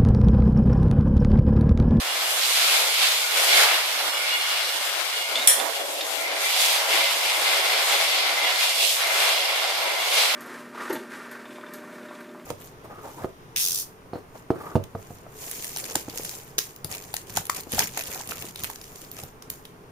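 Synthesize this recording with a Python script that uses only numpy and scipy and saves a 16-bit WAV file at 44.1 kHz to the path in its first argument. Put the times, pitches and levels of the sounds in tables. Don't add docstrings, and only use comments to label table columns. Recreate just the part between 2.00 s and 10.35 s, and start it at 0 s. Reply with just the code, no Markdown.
import sys
import numpy as np
from scipy import signal
from scipy.fft import rfft, irfft, next_fast_len
from scipy.io import wavfile
from scipy.ndimage import uniform_filter1d

SR = 44100
rng = np.random.default_rng(int(sys.argv[2]) if len(sys.argv) > 2 else 0)


def persist_wave(psi):
    counts = np.round(np.clip(psi, -1, 1) * 32767).astype(np.int16)
    wavfile.write(sys.argv[1], SR, np.atleast_2d(counts).T)


def natural_amplitude(level_db):
    exponent = np.asarray(level_db, float) / 20
    return 10 ** exponent


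N = 368235

# (time [s], splash level [dB], drumming over splash [dB], body over splash [dB],
# fizz over splash [dB], low whistle [dB], high whistle [dB], lean to the left [dB])
SWEEP = [(0.0, -27.5, -6.5, -5, -4, -16, -6, -2.5), (0.11, -29, -6.5, -3, -3.5, -23, 1, -1.5),
         (0.2, -26, -9.5, -6, -5, -33, -11, -1.5), (0.34, -27, -6.5, -5.5, 0.5, -30, -1, -1),
         (0.44, -22.5, -15, -10.5, -4.5, -23.0, -18, -1.5),
         (0.49, -21.5, -12.5, -9.5, -3.0, -15, -10.5, -2), (0.63, -19.5, -15, -10, -5.5, -10, -14, -0.5),
         (0.78, -20, -11.5, -7, -4, -10, -24, -0.5), (0.9, -24.0, -9, -10, -2.5, 0, -14, -1),
         (0.96, -23.5, -15.5, -11.5, -5.5, 1, -13, -1), (1.03, -17, -15.5, -10.5, -6.5, -20, -46, -1.5),
         (1.26, -25.5, -12, -10, -3, 4, -7, 0.0), (1.33, -25.5, -9.5, -6, -4.0, -6, -6, -3),
         (1.4, -18.5, -11.5, -7.5, -5, -12, -14, -0.5), (1.45, -22.5, -10.0, -6, -0.5, -9, -18, -0.5),
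         (1.52, -17.5, -10.5, -9.5, -6.5, 5, -2, -1.5), (1.61, -16, -7.5, -4.5, -4.5, -9, -29, -0.5),
         (1.73, -22, -9, -3.5, -7, -9, -15, -1.5), (1.87, -25, -11.5, -7.5, -6, -13, -17, -1.5),
         (2.03, -27.5, -9, -4, -4.5, -13.0, -12, -2), (2.12, -30.5, -6, -1.5, -1.5, -6.0, 8, -2.5),
         (2.22, -27, -7.5, -6.5, -4.5, 9, -6, -2), (2.3, -25, -12.5, -8, -8.5, -2, -2.0, -2),
         (2.36, -28.5, -7, -6, -3, 7, 7, -2), (2.46, -27, -12.5, -5.5, -5, -4, -2, -1),
         (2.62, -25.5, -10, -7.5, -6.5, -5, -2, 0.5), (2.77, -28.5, -8.5, -5, -3, -10, -6, -2.5),
         (3.04, -28.5, -6.5, -4.5, -4, -17, -6, 6), (3.12, -27, -10.5, -7.5, -6.5, -7, -12, -2.5),
         (3.18, -28, -6, -7.5, -3.5, 1.5, 1, 0.5), (3.26, -31, -9.5, -9, -4, 4, 2, -1),
         (3.33, -29, -4, -5, -4, 2.5, -9, 2), (3.66, -34, 3.5, 2, -1, -7, -10, -11),
         (3.76, -29.5, -8, -8.5, -4, -16, -4, 1.0), (3.82, -34, 3, -2.5, -1.5, -10, 2, -0.5),
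         (3.92, -34.5, -1, -6.5, 0, -15, -14, 0), (4.02, -31.5, -0.5, -8.5, -4.0, -16, -2, -0.5),
         (4.08, -33, -5.5, -3.5, 0, -14, -4, 0.5), (4.16, -32.0, -3.5, -8, -1.5, -10, -8, 10),
         (4.22, -33, -2, -5.5, 0.5, 12, -9, -1), (4.31, -29.5, -3.5, -4.0, -8.5, -1, -21, -0.5),
         (4.39, -28, -7, -5, -4.0, -1, -7, -1.5), (4.47, -25.5, -10, -9.0, -1.5, 10, -12, -0.5),
         (4.54, -23, -15, -11.5, -6, -6, -9, -1.5), (4.62, -19, -15.5, -11, -3.0, -13, -8.5, -0.5),
         (4.75, -22.5, -12.5, -7.5, -4, -26, -10, -1), (4.87, -27.5, -5.0, -3, -3.5, -8, -14, 0.0),
         (4.93, -21, -8, -7, -5.5, -1, -2, 0.0), (5.05, -22.5, -11.5, -9.5, -7.5, 0, -13.5, -1.5),
         (5.18, -25.5, -9, -6, -4, -5, -13, -1.5), (5.3, -23.5, -13.5, -10, -7, -1, -3, -0.5),
         (5.4, -27.5, -4, -4, -2, -2, -8, -0.5), (5.46, -21.5, -11, -6, -6.5, 0, -11.0, -1),
         (5.68, -24.0, -7.5, -6, -6, -5.0, -6, -0.5), (5.78, -21.5, -10.5, -8.5, -8.5, 2, -18, -1),
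         (5.86, -25, -9.5, -5, -3, -8, -8, -0.5), (5.94, -20.5, -10, -7.5, -6.5, 0, -11, -1),
         (6.06, -23, -13, -8.5, -6, -1, -13, 0.0), (6.23, -21.5, -12, -9.5, -10.5, -4, -16, -1),
         (6.36, -25.5, -9, -5, -6, 0, -13, -0.5), (6.47, -24, -8.5, -7, -9.0, 5, 6, -1.5),
         (6.57, -24.0, -11.5, -8.5, -6.0, 1, -26, -1.5), (6.65, -20.5, -18, -10.5, -6.5, -7, -12.0, 0.0),
         (6.75, -26, -13, -13, -4.5, -3, -8, -2), (6.82, -20.5, -13.5, -16.5, -5, -25, -3, -1.0),
         (6.86, -22.5, -12.5, -18.5, -2.5, -23.0, -1, -6), (6.9, -20.5, -16.5, -20.5, -4, -28, -33, -0.5),
         (6.96, -26.5, -12.0, -11, 1, -11, -11, -1), (7.02, -22.5, -14, -7.5, -8, -7, -32, -1.5),
         (7.08, -26, -8.5, -5.5, -4.5, 5, -6, -1.5), (7.23, -21.5, -9.5, -5.5, -4.5, -1, -5, -0.5),
         (7.37, -22.5, -11.5, -10.5, -9, -6, -14, -1.5), (7.52, -25.5, -8, -6.5, -8.5, 0, -5, -1.5),
         (7.76, -25.5, -9, -7.0, -8, -4.5, -11.5, -1), (7.91, -28, -3.5, -5, -7.5, 1, -12, -1),
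         (8.04, -28, -7.5, -5.5, -5, 0.0, -2, -1), (8.19, -18.5, -13, -12, -6.5, -5, -21, -1),
         (8.34, -23, -13, -6.5, -7.5, -2.5, -10.0, -2)]
BAND_CORNERS = (600, 1100, 1750, 2600, 4800, 6800)
CORNER_BAND = (0, 1, 1, 2, 2, 3)
# (frequency [Hz], density [dB per Hz])
SPRAY_COLOUR = [(100, -39.5), (300, -17), (450, -12.5), (620, -5.5), (900, -7), (1300, -7), (1870, -6.5),
                (2100, -4.5), (3460, -3), (4900, -6), (5900, -10.5), (9000, -12), (12000, -14),
                (14400, -15)]
# (frequency [Hz], likeness [0 to 1])
LIKENESS = [(200, 0.83), (500, 0.49), (1000, 0.41), (2000, 0.12), (4500, 0.094), (14000, 0.052)]
# (frequency [Hz], share [0 to 1])
FIXED_PATH = [(300, .15), (1500, .1), (4000, .05), (9000, .02)]
# (frequency [Hz], width [Hz], level [dB])
STOOL_RINGING = [(413, 14, 2), (497, 16, 1), (563, 20, 6), (667, 18, 8), (750, 20, 4), (815, 20, 4),
                 (975, 20, 4), (1113, 20, 2)]
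# (frequency [Hz], width [Hz], level [dB])
MIST_NOZZLES = [
    [(1438, 25, 5), (2150, 24, 10), (2290, 22, 5)],
    [(2862, 12, 13), (3385, 50, 3), (4273, 22, 4), (5210, 22, 2)],
]
# (frequency [Hz], width [Hz], level [dB])
JET_NOZZLES = [
    [(1395, 20, 1), (2072, 30, 8), (2180, 40, 1), (2335, 40, 2)],
    [(2800, 50, 5), (3375, 50, 6)],
]
# (frequency [Hz], left minus right [dB])
LEFT_OVER_RIGHT = [(60, -2), (180, 2.5), (540, 1.0), (1640, 3), (4940, -0.5), (14900, -2)]
# (time [s], delay of the left microphone [microseconds])
LEFT_DELAY = [(0, 70), (2.3, 90), (2.8, -60), (3.6, -180), (4.3, -160), (4.6, 15), (8.35, 5)]
# (frequency [Hz], level [dB], time to fall 60 dB [s])
SNAP_MODES = [(3450, -8, .015), (7760, -9, .01), (8250, -7, .012), (9370, -3, .018), (9700, -2, .013),
              (10150, -5, .01), (11900, -8, .008), (13400, -4, .012)]
# (frequency [Hz], density [dB per Hz])
CRACK_COLOUR = [(900, -30), (1700, -13), (2500, -7), (5500, -6), (7500, -3), (9500, -1), (12000, -2),
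                (14400, -2)]
# (time [s], peak level [dB], pitch of the plastic [Hz])
RING_SLIPS = [
    (3.3539, -17.5, 3400),
    (3.3654, -22, 3590),
    (3.3724, -23, 3600),
    (3.3934, -23.5, 3524),
    (3.4124, -26, 3780),
    (3.4234, -27, 3680),
    (3.5982, -19.5, 3570),
    (3.9964, -35, 3030),
    (4.0075, -24.5, 3690),
]
# (frequency [Hz], time to fall 60 dB [s])
TILE_ECHO = [(500, .5), (2500, .45), (5500, .36), (8000, .33), (14000, .3)]
# (time [s], peak level [dB])
HAND_PUSHES = [
    (6.429, -48),
    (6.999, -50),
]


def spray():
    s, splash_db, drum_db, body_db, fizz_db, low_db, high_db, lean_db = np.transpose(SWEEP)
    near = drops(per_s=9000, spread_db=4.5)
    scattered = evened(0.69 * near + rng.standard_normal((2, N)))
    hz, t, z = frames_of(scattered)
    fixed = np.clip(read(FIXED_PATH, hz), 0, 1)[:, None]
    air_frames = paired(z, hz)
    wide_frames = np.sqrt(1 - fixed) * air_frames + np.sqrt(fixed) * frames_of(room(near[0]))[2]
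    wide, air = sound_of(wide_frames)[:, :N], sound_of(air_frames)[:, :N]

    clock = np.arange(N) / SR
    jet = np.clip((clock - 3.47) / 0.49, 0, 1)
    whistle = 0
    for db, mist, jets in zip((low_db, high_db), MIST_NOZZLES, JET_NOZZLES):
        tone = (1 - jet) * resonances(air, mist) + jet * resonances(air, jets)
        whistle = whistle + natural_amplitude(np.interp(clock, s, db)) * tone
    hollow = natural_amplitude(-2.0) * (.3 + .7 * jet) * resonances(air, STOOL_RINGING)
    z = frames_of(wide + whistle + hollow)[2]

    curves = (drum_db, body_db, 0 * s, fizz_db)
    moves = np.array([np.interp(t, s, c - np.mean(c)) for c in curves])
    place = np.interp(np.log(hz + 1), np.log(BAND_CORNERS), CORNER_BAND)
    weights = np.clip(1 - abs(place[:, None] - np.arange(4)), 0, 1)

    patches = uniform_filter1d(rng.standard_normal(z.shape[1:]), size=6, axis=0)
    patches = evened(uniform_filter1d(patches, size=24, axis=1))
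    flicker = evened(uniform_filter1d(rng.standard_normal(len(t)), size=10))
    z = z * natural_amplitude(read(SPRAY_COLOUR, hz)[:, None] + 0.74 * patches + 0.62 * flicker)

    delay_s = np.interp(t, *np.transpose(LEFT_DELAY)) / 1e6
    z[0] *= np.exp(-2j * np.pi * hz[:, None] * delay_s)
    splash = (hz > 1900) & (hz < 5500)
    z /= np.sqrt(np.mean(sound_of(z * splash[:, None]) ** 2))
    lean = (np.interp(t, s, lean_db) + read(LEFT_OVER_RIGHT, hz)[:, None]) / 2
    level_db = weights @ moves + np.interp(t, s, splash_db) + np.array([lean, -lean])
    return sound_of(z * natural_amplitude(level_db))[:, :N]


def drops(per_s, spread_db):
    size = natural_amplitude(spread_db * np.minimum(rng.exponential(1, (2, N)), 5))
    size = size * rng.choice([-1, 1], (2, N))
    return evened(size * (rng.random((2, N)) < per_s / SR))


def resonances(x, peaks):
    size = next_fast_len(N)
    hz = np.fft.rfftfreq(size, 1 / SR)
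    gain = sum(natural_amplitude(db) / (1 + 2j * (hz - f) / max(width, 10)) for f, width, db in peaks)
    return irfft(rfft(x, size) * gain, size)[:, :N]


def ring_snap():
    out, t = np.zeros((2, N)), np.arange(4000) / SR
    phase = 2 * np.pi * rng.random((len(SNAP_MODES), 2, 1))
    modes = 0
    for (hz, db, t60), p in zip(SNAP_MODES, phase):
        modes = modes + natural_amplitude(db - 60 * t / t60) * np.sin(2 * np.pi * hz * t + p)
    colour = natural_amplitude(read(CRACK_COLOUR, np.fft.rfftfreq(len(t), 1 / SR)))
    hiss = evened(irfft(rfft(rng.standard_normal((2, len(t)))) * colour))
    crack = natural_amplitude(5 - 60 * t / .014) * hiss
    onset = np.minimum(t / 0.00017, 1)
    snap_s, snap_db = 3.4738, 4.5
    out[:, round(snap_s * SR):][:, :len(t)] = natural_amplitude(snap_db) * (modes + crack) * onset / 2
    return out


def ring_creaks():
    out, t = np.zeros(N), np.arange(1500) / SR
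    swell = t / .003 * np.exp(1 - t / .003)
    for s, db, hz in RING_SLIPS:
        grit = uniform_filter1d(rng.standard_normal((2, len(t))), size=20)
        squeak = (1 + 2 * grit[0]) * np.sin(2 * np.pi * hz * t + 3 * grit[1])
        out[round(s * SR):][:len(t)] += natural_amplitude(db) * swell * squeak
    return out


def room(x):
    taps = np.zeros((2, SR // 2))
    jitter = rng.integers(0, 20, (2, (SR // 2 - 121) // 20))
    at = np.arange(120, SR // 2 - 20, 20) + jitter
    np.put_along_axis(taps, at, rng.choice([-1., 1.], at.shape), 1)
    hz, t, z = frames_of(taps)
    fade = natural_amplitude(-60 * t / read(TILE_ECHO, hz)[:, None])
    tail = sound_of(paired(z, hz) * fade)
    return signal.fftconvolve(x[None], tail / np.linalg.norm(tail[0]), axes=1)[:, :N]


def handling():
    rumble = uniform_filter1d(rng.standard_normal((2, N)), size=150)
    out, t = natural_amplitude(-86.0) * evened(rumble), np.arange(400) / SR
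    push = np.sin(2 * np.pi * 140 * t) * np.hanning(len(t))
    for s, db in HAND_PUSHES:
        out[:, round(s * SR):][:, :len(t)] += natural_amplitude(db) * np.array([[1.5], [-.4]]) * push
    return out


def bass_gate(x, under_db):
    shape = dict(fs=SR, window="cosine", nperseg=2048, noverlap=1024)
    hz, t, z = signal.stft(x, **shape)
    step = natural_amplitude(under_db) * np.sqrt(np.mean(abs(z) ** 2, axis=1, keepdims=True))
    kept = (abs(z) > step) | (hz > 430)[:, None]
    return signal.istft(z * np.where(kept, 1, natural_amplitude(-24.0)), **shape)[1][:, :N]


def paired(z, hz):
    same = np.clip(read(LIKENESS, hz), -1, 1)[:, None]
    return np.array([z[0], same * z[0] + np.sqrt(1 - same ** 2) * z[1]])


def evened(x):
    return x / np.sqrt(np.mean(x ** 2) + 1e-20)


def read(points, hz):
    f, value = np.transpose(points)
    return np.interp(np.log(hz + 1), np.log(f + 1), value)


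def frames_of(x):
    return signal.stft(x, SR, nperseg=512, noverlap=384)


def sound_of(z):
    return signal.istft(z, SR, nperseg=512, noverlap=384)[1]


def scene():
    snap, creaks = ring_snap(), ring_creaks()
    echo = room(natural_amplitude(1.5) * snap[0] + natural_amplitude(-6.0) * creaks)
    return spray() + snap + creaks + echo


def band_limit(x):
    return signal.sosfilt(signal.butter(12, 15490, fs=SR, output="sos"), x)


def record(dry):
    thin = signal.sosfilt(signal.butter(2, 250, "highpass", fs=SR, output="sos"), dry)
    treble_limit = signal.firwin(1023, 14490, window=("kaiser", 9), fs=SR)
    cut = signal.oaconvolve(thin, treble_limit[None], "same")
    mix = np.clip(bass_gate(cut, under_db=-8.0) + handling(), -1, 1)
    return band_limit(mix)


dry = scene()
out = record(dry)
persist_wave(out)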